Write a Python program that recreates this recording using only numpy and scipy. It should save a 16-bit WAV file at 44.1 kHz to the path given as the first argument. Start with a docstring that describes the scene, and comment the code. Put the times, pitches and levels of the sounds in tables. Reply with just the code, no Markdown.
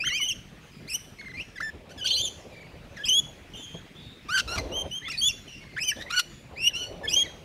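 """Small parrots feed on a wet timber deck beside a wood, over a low rumble and faint far-off chirps.
First come a few whistles and a soft trill, made by the birds' vibrating voice organs. A foot thumps a
board, wings beat the air, and screeches pile up at 2 s. Loud whistles follow at 3 s, then two thumps.
Near 4.5 s come low harsh calls, another thump and the strongest flutter. From 5 s on, calls crowd
together, with more wings and a last landing. All along, the deck roof and tree trunks echo the calls."""
import sys
import numpy as np
from scipy import signal
from scipy.fft import rfft, irfft, next_fast_len
from scipy.io import wavfile
from scipy.ndimage import uniform_filter1d, map_coordinates

SR = 44100
rng = np.random.default_rng(int(sys.argv[2]) if len(sys.argv) > 2 else 0)


def put_to_file(sound):
    """Save the sound as 16-bit audio at rate SR, in the file named by the first command-line argument."""
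    columns = np.atleast_2d(sound).T  # one column per channel
    safe = np.clip(columns, -1, 1)
    whole_steps = np.round(safe * 32767)
    wavfile.write(sys.argv[1], SR, whole_steps.astype(np.int16))


N = 328104

# How well the beak lets overtones out: (frequency [Hz], gain [dB])
BEAK_GAIN = [(3000, 5.5), (5500, 5.5), (8000, -8.5), (12000, -13), (15500, -28)]
TOP_HZ = 15750
CLEAR, HUSKY, ROUGH, HARSH = .08, .2, .32, .47  # roughness of four kinds of voice, from 0 to 1


def call(rows, second_db, third_db, rough):
    """A bird's voice organ vibrates, making partials: tones at 1, 2, 3... times the pitch."""
    s, hz, db = np.transpose(rows)
    t = np.arange(s[0], s[-1], 1 / SR)
    size = len(t)
    level_db = np.interp(t, s, db)
    rough = rough + .15 * np.exp(-(t - s[0]) / .013)  # calls start hoarse
    # now and then the voice breaks: the pitch slips and the tone chokes
    breaks = np.clip(wobble(170, size) - 2.0 + 2.2 * rough, 0, 1)
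    jitter = (.004 + .04 * rough) * wobble(200, size) + .12 * rough ** 2 * wobble(600, size)
    pitch = uniform_filter1d(np.interp(t, s, hz), size=200) * (1 + jitter - 0.139 * breaks)
    phase = 2 * np.pi * np.cumsum(pitch) / SR
    k = np.arange(1, 14)[:, None]  # partial numbers
    beak_db = along(BEAK_GAIN, k * pitch) - along(BEAK_GAIN, 3 * pitch)
    # rough voices and loud moments keep more treble
    upper_db = third_db + beak_db * (1.15 - 0.43 * rough) + 0.2 * (level_db - db.max())
    partial_db = np.where(k > 2, upper_db, np.where(k > 1, second_db, 0))
    # throat and beak keep moving: each partial swells on its own, the lowest least
    swells = np.array([wobble(90, size, order=1) for _ in k])
    partial_db += (1.5 + 5 * rough) * np.minimum(k, 2) / 2 * swells
    tone = (amp(partial_db) * (k * pitch < TOP_HZ) * np.sin(k * phase + k * k)).sum(0)
    hiss = uniform_filter1d(rng.standard_normal(size), size=3)
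    breath = amp(third_db - 12.5) * (2 * rough) ** 2 * (1 + np.cos(phase)) * hiss  # one puff a cycle
    # in low voices, strong and weak cycles take turns in short bursts
    bursts = np.clip(wobble(40, size) - 1 + 3 * rough, 0, 1)
    growl = 1 + 1.2 * rough / (1 + (pitch / 2100) ** 8) * bursts * np.cos(phase / 2)
    rasp = 1 + (.05 + 1.2 * rough ** 2) * wobble(1300, size)
    voice = unit((tone + breath) * growl * rasp * amp(-8 * breaks))
    fade_in, fade_out = (t - s[0]) / .007, (s[-1] - t) / 0.0027
    fades = np.clip(np.minimum(fade_in, fade_out), 0, 1)
    return boards(amp(level_db) * fades * voice)


def glide(s, length, from_hz, to_hz, first_db, last_db):
    """A note slides fast, levels off and dies. Gives rows of (time [s], pitch [Hz], level [dB])."""
    progress = np.linspace(0, 1, num=12)
    hz = to_hz + (from_hz - to_hz) * (1 - progress) ** 1.4
    db = first_db + (last_db - first_db) * progress
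    rows = np.transpose([s + progress * length, hz, db])
    release_s, release_db = 0.0045, -7
    return np.vstack([rows, rows[-1] + [release_s, 0, release_db]])


def throat(note):
    """A note's second partial, third partial and roughness; the beak sets the third from the second."""
    to_hz, second_db, rough = note[3], note[6], note[7]
    third_db = second_db + along(BEAK_GAIN, 3 * to_hz) - along(BEAK_GAIN, 2 * to_hz) - 3
    return second_db, third_db, rough


def flock():
    """Parrots whistle and screech on the deck. Gives the direct sound and the share that will echo."""
    # Calls that wind up and down: ((second partial [dB], third partial [dB], roughness [0-1]),
    # then a list of (time [s], pitch [Hz], level [dB]))
    warbles = [ ((-11, -21, CLEAR), [(.036, 1216, -25), (.053, 2150, -42), (.068, 2100, -36),
               (.076, 1300, -34), (.092, 2390, -34), (.098, 1850, -32)]), ((-22.5, -14, CLEAR),
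               [(1.602, 1110, -24), (1.62, 2164, -38), (1.627, 1770, -30.5), (1.703, 1764, -36)]),
               ((-17.5, -24, ROUGH), [(5.76, 1984, -37), (5.768, 1523, -35), (5.783, 1727, -25),
               (5.8, 2550, -34)]), ((-5, -20, CLEAR), [(5.825, 2380, -42), (5.86, 2580, -42),
               (5.905, 2270, -33)]), ((-30, -42, CLEAR), [(5.912, 2100, -34), (5.922, 1590, -30),
               (5.939, 2050, -46)]), ((0, -10, HARSH), [(5.96, 1910, -43), (5.98, 1695, -51),
               (6.02, 1870, -33.5), (6.04, 2000, -51)]), ((-19, -35, HUSKY), [(6.058, 2165, -41),
               (6.072, 1855, -48), (6.11, 2560, -42), (6.14, 2140, -43), (6.16, 2500, -46),
               (6.185, 2200, -45)]), ((-2, -22, HUSKY), [(6.662, 1500, -52), (6.68, 2340, -59),
               (6.716, 1590, -44)]), ((-7.5, -19, ROUGH), [(7.15, 2550, -44), (7.178, 2160, -48),
               (7.195, 2500, -44), (7.222, 1970, -50), (7.25, 2265, -44), (7.266, 1830, -39.5),
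               (7.278, 2180, -52), (7.305, 1430, -56)]), ((-8, -24, CLEAR), [(0.0, 2360, -27.5),
               (.045, 2815, -37), (.074, 3254, -21.5), (.114, 2770, -35), (.161, 3190, -27.5),
               (.185, 3090, -36)]), ((-7.5, -20.5, HUSKY), [(.097, 1860, -33.5), (.175, 2580, -30),
               (.2, 3030, -37), (.218, 2896, -25.5), (.24, 3106, -25.5), (.275, 2906, -34),
               (.29, 3260, -26), (.317, 2730, -26.5), (.333, 3330, -38)]), ((0.93, -6, ROUGH),
               [(.872, 1900, -48.5), (.904, 2710, -34.5), (.92, 2490, -34), (.96, 3050, -27.5),
               (.972, 3040, -71)]), ((-8, -11.5, HUSKY), [(4.283, 1084, -35.5), (4.32, 1463, -28.5),
               (4.36, 1576, -20), (4.378, 1440, -24.5)]), ((-8, -21.5, CLEAR), [(4.715, 2770, -42),
               (4.763, 3150, -32), (4.825, 3177, -29.5)]), ((-2.2, -13, CLEAR), [(5.798, 2580, -40),
               (5.822, 2530, -27), (5.848, 3170, -32.5), (5.865, 2940, -37.5), (5.89, 3088, -21),
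               (5.92, 2570, -34)]), ((-9.5, -21.5, HUSKY), [(6.556, 1940, -47.5), (6.59, 2600, -37.5),
               (6.665, 2857, -20.5), (6.678, 2883, -14), (6.698, 2980, -34)]), ((-9.5, -24.5, HUSKY),
               [(6.73, 2570, -40.5), (6.765, 2870, -28), (6.788, 3076, -38.5), (6.84, 2930, -32.5),
               (6.87, 2730, -55)]), ]
    # Single sliding notes: (time [s], length [s], first pitch [Hz], last pitch [Hz],
    # first level [dB], last level [dB], second partial [dB], roughness [0-1])
    notes = [ (0.12, 0.015, 1030, 1340, -35, -50, -20, HUSKY),
             (0.172, 0.057, 2635, 2090, -34, -35.5, -21, CLEAR),
             (0.196, 0.0077, 1220, 1170, -47, -37.5, -18, HUSKY),
             (1.333, 0.033, 1964, 2175, -44, -42, -12, HUSKY),
             (1.366, 0.027, 2335, 2394, -42, -35, -17, ROUGH),
             (1.393, 0.032, 2310, 2984, -32, -38, -14.5, ROUGH),
             (1.554, 0.025, 1890, 1555, -41, -46, -8, CLEAR),
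             (1.575, 0.012, 1880, 2040, -41, -35.5, -14, CLEAR),
             (1.89, 0.033, 1270, 1530, -52, -47.5, 3, ROUGH),
             (1.974, 0.032, 1786, 1604, -45, -40.5, 3, HUSKY),
             (2.005, 0.031, 3040, 3000, -38, -32, -18, HUSKY),
             (2.041, 0.015, 1448, 1557, -29, -31.5, 2, HUSKY),
             (2.046, 0.022, 3950, 4640, -45, -28, -15, HUSKY),
             (2.05, 0.021, 2970, 3360, -26, -24.5, -17, ROUGH),
             (2.067, 0.026, 2870, 3170, -27, -31.5, -7, HARSH),
             (2.068, 0.048, 3860, 4500, -36, -27.5, -22, HUSKY),
             (2.073, 0.079, 3470, 3630, -32, -40, -20, HARSH),
             (2.103, 0.047, 2955, 3274, -21, -29.5, -15, ROUGH),
             (2.126, 0.045, 3960, 4160, -26.5, -28, -22, CLEAR),
             (2.135, 0.059, 4420, 4580, -32, -33.5, -16.5, HUSKY),
             (2.16, 0.0576, 2903, 3163, -28.5, -27.5, -5.5, ROUGH),
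             (2.178, 0.079, 3265, 3580, -35.5, -29.5, -7, ROUGH),
             (2.247, 0.039, 3396, 3086, -29.5, -31, -4, ROUGH),
             (2.964, 0.031, 2055, 1620, -40.5, -44, -11, ROUGH),
             (2.995, 0.031, 1633, 1720, -39, -39.5, -15.5, CLEAR),
             (3.033, 0.017, 2970, 3300, -39, -26, -23, HUSKY),
             (3.052, 0.018, 2600, 2525, -24.5, -32.5, 9, ROUGH),
             (3.067, 0.018, 2780, 2520, -24, -37, -2, ROUGH),
             (3.08, 0.019, 2870, 3130, -25, -18, -7, HUSKY),
             (3.098, 0.1, 2880, 3388, -22.5, -18.5, -9.5, CLEAR),
             (3.534, 0.26, 2990, 3270, -41, -51, -13, ROUGH),
             (3.568, 0.089, 3680, 3315, -48, -44.5, -6.5, HUSKY),
             (3.948, 0.2, 3470, 3740, -50.5, -56.5, -25, ROUGH),
             (4.372, 0.034, 1430, 1496, -22, -23, -2, HARSH),
             (4.474, 0.084, 1284, 1442, -36, -31.5, -3, ROUGH),
             (4.556, 0.03, 1398, 1195, -34, -29.5, -3.5, HARSH),
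             (4.577, 0.023, 2066, 2030, -34, -33, -3, HUSKY),
             (4.909, 0.078, 2880, 3240, -34.5, -34, -11, CLEAR),
             (5.013, 0.045, 1680, 2195, -47.5, -40, -19, ROUGH),
             (5.045, 0.036, 3130, 3525, -42, -36, -33, HUSKY),
             (5.058, 0.023, 2280, 1970, -45, -36, -28, ROUGH),
             (5.078, 0.015, 1225, 1360, -37, -36, -7, HARSH),
             (5.096, 0.0174, 2510, 2810, -28, -34.5, -4, HUSKY),
             (5.113, 0.011, 2170, 2500, -32, -32.5, 0, ROUGH),
             (5.111, 0.063, 2210, 1780, -40, -50.5, -4.5, ROUGH),
             (5.133, .022, 2610, 2476, -36, -36.5, -13, HUSKY),
             (5.17, 0.037, 4440, 4566, -31.5, -26, -17.5, CLEAR),
             (5.21, 0.075, 3063, 3497, -26.5, -20.5, -6.5, CLEAR),
             (5.283, 0.029, 2880, 2740, -27, -30.5, -5.5, CLEAR),
             (5.215, 0.084, 2994, 3063, -41, -33, 1, CLEAR),
             (5.475, 0.11, 2967, 2747, -44, -48, -10, ROUGH),
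             (6.096, 0.017, 1230, 1307, -36.5, -29, -4, HARSH),
             (6.118, 0.038, 1317, 1514, -32.5, -29, -4.5, ROUGH),
             (6.157, .032, 1447, 1481, -27, -19.5, 1, HUSKY),
             (6.19, 0.016, 1435, 1403, -15, -24.5, 2, HARSH),
             (6.747, 0.13, 1357, 1479, -41.5, -44.5, 8.5, HUSKY),
             (7.031, 0.027, 1760, 1740, -42.5, -32, -10, CLEAR),
             (7.056, 0.016, 2000, 2160, -38, -43, -17, HUSKY),
             (7.074, 0.015, 3130, 3370, -27.5, -24.5, -25, CLEAR),
             (7.085, 0.027, 2560, 2485, -34.5, -29, 7, ROUGH),
             (7.108, 0.035, 2604, 2995, -33.5, -21, 2, ROUGH),
             (7.142, 0.016, 2880, 3120, -25, -30.5, 3.5, ROUGH),
             (7.158, 0.071, 3146, 3285, -20, -22.5, -11.5, CLEAR), ]
    direct, to_echo = np.zeros(N), np.zeros(N)
    for voice, rows in warbles + [(throat(note), glide(*note[:6])) for note in notes]:
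        sound = call(rows, *voice)
        start, loudest_db = rows[0][0], np.max(rows, 0)[2]
        add(direct, start, sound)
        # a faint call comes from farther off and carries more echo
        echo_db = min(-17 - 0.6 * (loudest_db + 25), 0)
        add(to_echo, start, sound * amp(echo_db))
    return direct, to_echo


def trills():
    """A parrot sings four quick notes, each a little lower; each holds its pitch, then drops."""
    # Soft trills: (time [s], note spacing [s], first pitch [Hz], level [dB])
    runs = [(1.184, 0.035, 2196, -43.5), (2.521, 0.039, 2390, -50.5), (5.605, 0.041, 2210, -54)]
    sag, drop, drop_s = 0.98, 0.64, 0.00786
    out = np.zeros(N)
    for start, gap, first_hz, db in runs:
        for k in range(4):
            s, end = start + k * gap, start + (k + 0.97) * gap
            hz = first_hz * sag ** k
            rows = [(s, hz, db), (end - drop_s, hz, db), (end, drop * hz, db)]
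            add(out, s, call(rows, -12.0, -19.0, CLEAR) * amp(rng.normal(0, 1.8)))
    return out


def wings():
    """Feathers beat the air in uneven puffs, about thirteen a second."""
    # How each flutter swells and fades: one list of (time [s], relative level [dB]) per flutter
    flutters = [
        [(1.6, -57.5), (1.95, -51), (2.6, -54), (3.5, -58)],
        [(4.35, -60), (4.55, -39), (4.87, -41.5), (4.9, -62)],
        [(5.93, -81), (5.97, -47), (6.1, -51.5)],
        [(6.47, -61), (6.54, -45), (6.62, -58.5), (6.9, -47), (7.2, -44), (7.44, -60)],
    ]
    # Tone of air pushed by feathers: (frequency [Hz], relative level [dB])
    feathers = [(30, -9), (70, 10.5), (160, -6), (550, 3), (1100, -10.5), (1400, -23.5), (4000, -25),
                (8000, -91)]
    level = np.zeros(N)
    for rows in flutters:
        s, db = np.transpose(rows)
        level += amp(np.interp(np.arange(N) / SR, s, db, -120, -120))
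    beat_hz = 13 + 2 * wobble(2.2, N)
    beat = np.cos(2 * np.pi * np.cumsum(beat_hz) / SR)
    puffs = unit(amp(1.6 * beat + 1.06 * wobble(45, N)) * rush(feathers, patchy_db=3.5))
    return amp(3.0) * uniform_filter1d(level, size=900) * puffs


def feet():
    """A landing pushes a board once; claws add a short scratch."""
    # Landings: (time [s], relative level [dB], board pitch [Hz])
    landings = [(1.394, -21, 99.5), (3.54, -18.5, 110), (3.742, -14, 158), (4.58, -14, 76.5),
                (6.934, -16, 62.5)]
    out, t = np.zeros(N), np.arange(SR // 8) / SR
    onset = 1 - np.exp(-t / 0.0092)
    for s, db, hz in landings:
        push = np.sin(2 * np.pi * hz * t) * amp(-60 * t / 0.068)
        dull_noise = uniform_filter1d(uniform_filter1d(rng.standard_normal(len(t)), size=24), size=30)
        claws = 4 * dull_noise * amp(-60 * t / 0.078)
        add(out, s, amp(db - 10.5) * (push + claws) * onset)
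    return out


def far_birds(count=55):
    """Birds farther along the deck and in the trees give faint, short chirps."""
    out = np.zeros(N)
    for when, height, slide, length, loudness in rng.random((count, 5)):
        s, hz, db = when * N / SR, 1800 + 1700 * height, -66 + 8 * loudness
        end, end_hz = s + 0.027 + 0.076 * length, hz * (0.83 + 0.29 * slide)
        add(out, s, call([(s, hz, db), (end, end_hz, db)], second_db=0.5, third_db=-12.0, rough=0.357))
    return out


def boards(x, count=5):
    """Wet boards, rails and wall bounce back quick copies of a call, different for every perch."""
    bounces = np.zeros(SR // 70)
    delay, flip = rng.random((count, 2)).T
    bounces[(delay * (len(bounces) - 1)).astype(int)] = amp(-14 - 8 * delay) * np.sign(flip - .5)
    bounces[0] = 1  # the call itself
    return signal.fftconvolve(x, bounces)


def echoes(x):
    """Roof, posts and trunks send the sound back; high tones linger longest."""
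    # How long the echo lasts: (frequency [Hz], time to fade by 60 dB [s])
    fade_times = [(1000, 0.042), (3000, 0.46), (7000, 0.59), (14000, 0.71)]
    hz, t, noise = signal.stft(rng.standard_normal(SR), SR, nperseg=256)
    tail = signal.istft(noise * amp(-60 * t / along(fade_times, hz)[:, None]), SR, nperseg=256)[1]
    delayed = np.pad(x, (400, 0))
    return signal.fftconvolve(delayed, tail / np.linalg.norm(tail))[:N]


def air(level_db=-48.5):
    """A distant rumble and the hiss of wet leaves swell and sink a little."""
    # Tone of the rumble and hiss: (frequency [Hz], relative level [dB])
    outdoors = [(20, -62), (35, -2.5), (55, -8), (155, -4), (307, -12.5), (600, -20), (1000, -25.5),
                (2500, -21), (6000, -36.5), (15600, -47)]
    swell_db = 1.2 * wobble(1.5, N)
    return amp(level_db + swell_db) * rush(outdoors, patchy_db=4.0)


def rush(spectrum, patchy_db):
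    """Rushing noise with the given tone and random louder and softer patches."""
    noise = signal.stft(rng.standard_normal(N + 512), nperseg=512)[2]
    patches = uniform_filter1d(uniform_filter1d(rng.standard_normal(noise.shape), 5, 0), 6, 1)
    depth = 1 / (1 + np.arange(len(noise))[:, None] / 40)  # the treble is steadier
    patchy = signal.istft(noise * amp(patchy_db * unit(patches) * depth), nperseg=512)[1][:N]
    return unit(filtered(patchy, lambda hz: amp(along(spectrum, hz))))


def amp(db):
    """Turns decibels into a number to multiply by."""
    return 10 ** (np.asarray(db) / 20)


def unit(x):
    """Scales a sound to an average strength (rms) of 1."""
    return x / np.sqrt(np.mean(x ** 2) + 1e-20)


def along(points, hz):
    """Reads between the rows of a (frequency [Hz], value) table, spaced by octaves."""
    freqs, values = np.transpose(points)
    return np.interp(np.log(hz + 1), np.log(freqs + 1), values)


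def wobble(rate, size, order=3):
    """A smooth curve through `rate` random points a second."""
    points = rng.standard_normal(int(size * rate / SR) + 4)
    return map_coordinates(points, [np.arange(size) * rate / SR], order=order)


def filtered(x, response):
    """Turns each frequency up or down by response(hz)."""
    size = next_fast_len(N + SR // 2)
    return irfft(rfft(x, size) * response(np.fft.rfftfreq(size, 1 / SR)), size)[:N]


def add(track, s, sound):
    """Mixes a sound into the track, starting at s seconds."""
    part = track[round(s * SR):][:len(sound)]
    part += sound[:len(part)]


def scene():
    """Birds, echoes, wings, feet and outdoor air, mixed into one channel."""
    near, to_echo = flock()
    near += trills()
    far = far_birds()
    birds = near + far / 4 + echoes(to_echo + far)
    # so small a throat sends out nothing low
    birds = filtered(birds, lambda hz: 1 / (1 + (1000 / (hz + 1)) ** 8))
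    return (birds + wings() + feet() + air())[None]


def record(dry):
    """Cuts away the treble above TOP_HZ."""
    return filtered(dry[0], lambda hz: hz < TOP_HZ)[None]


dry = scene()
out = record(dry)
put_to_file(out)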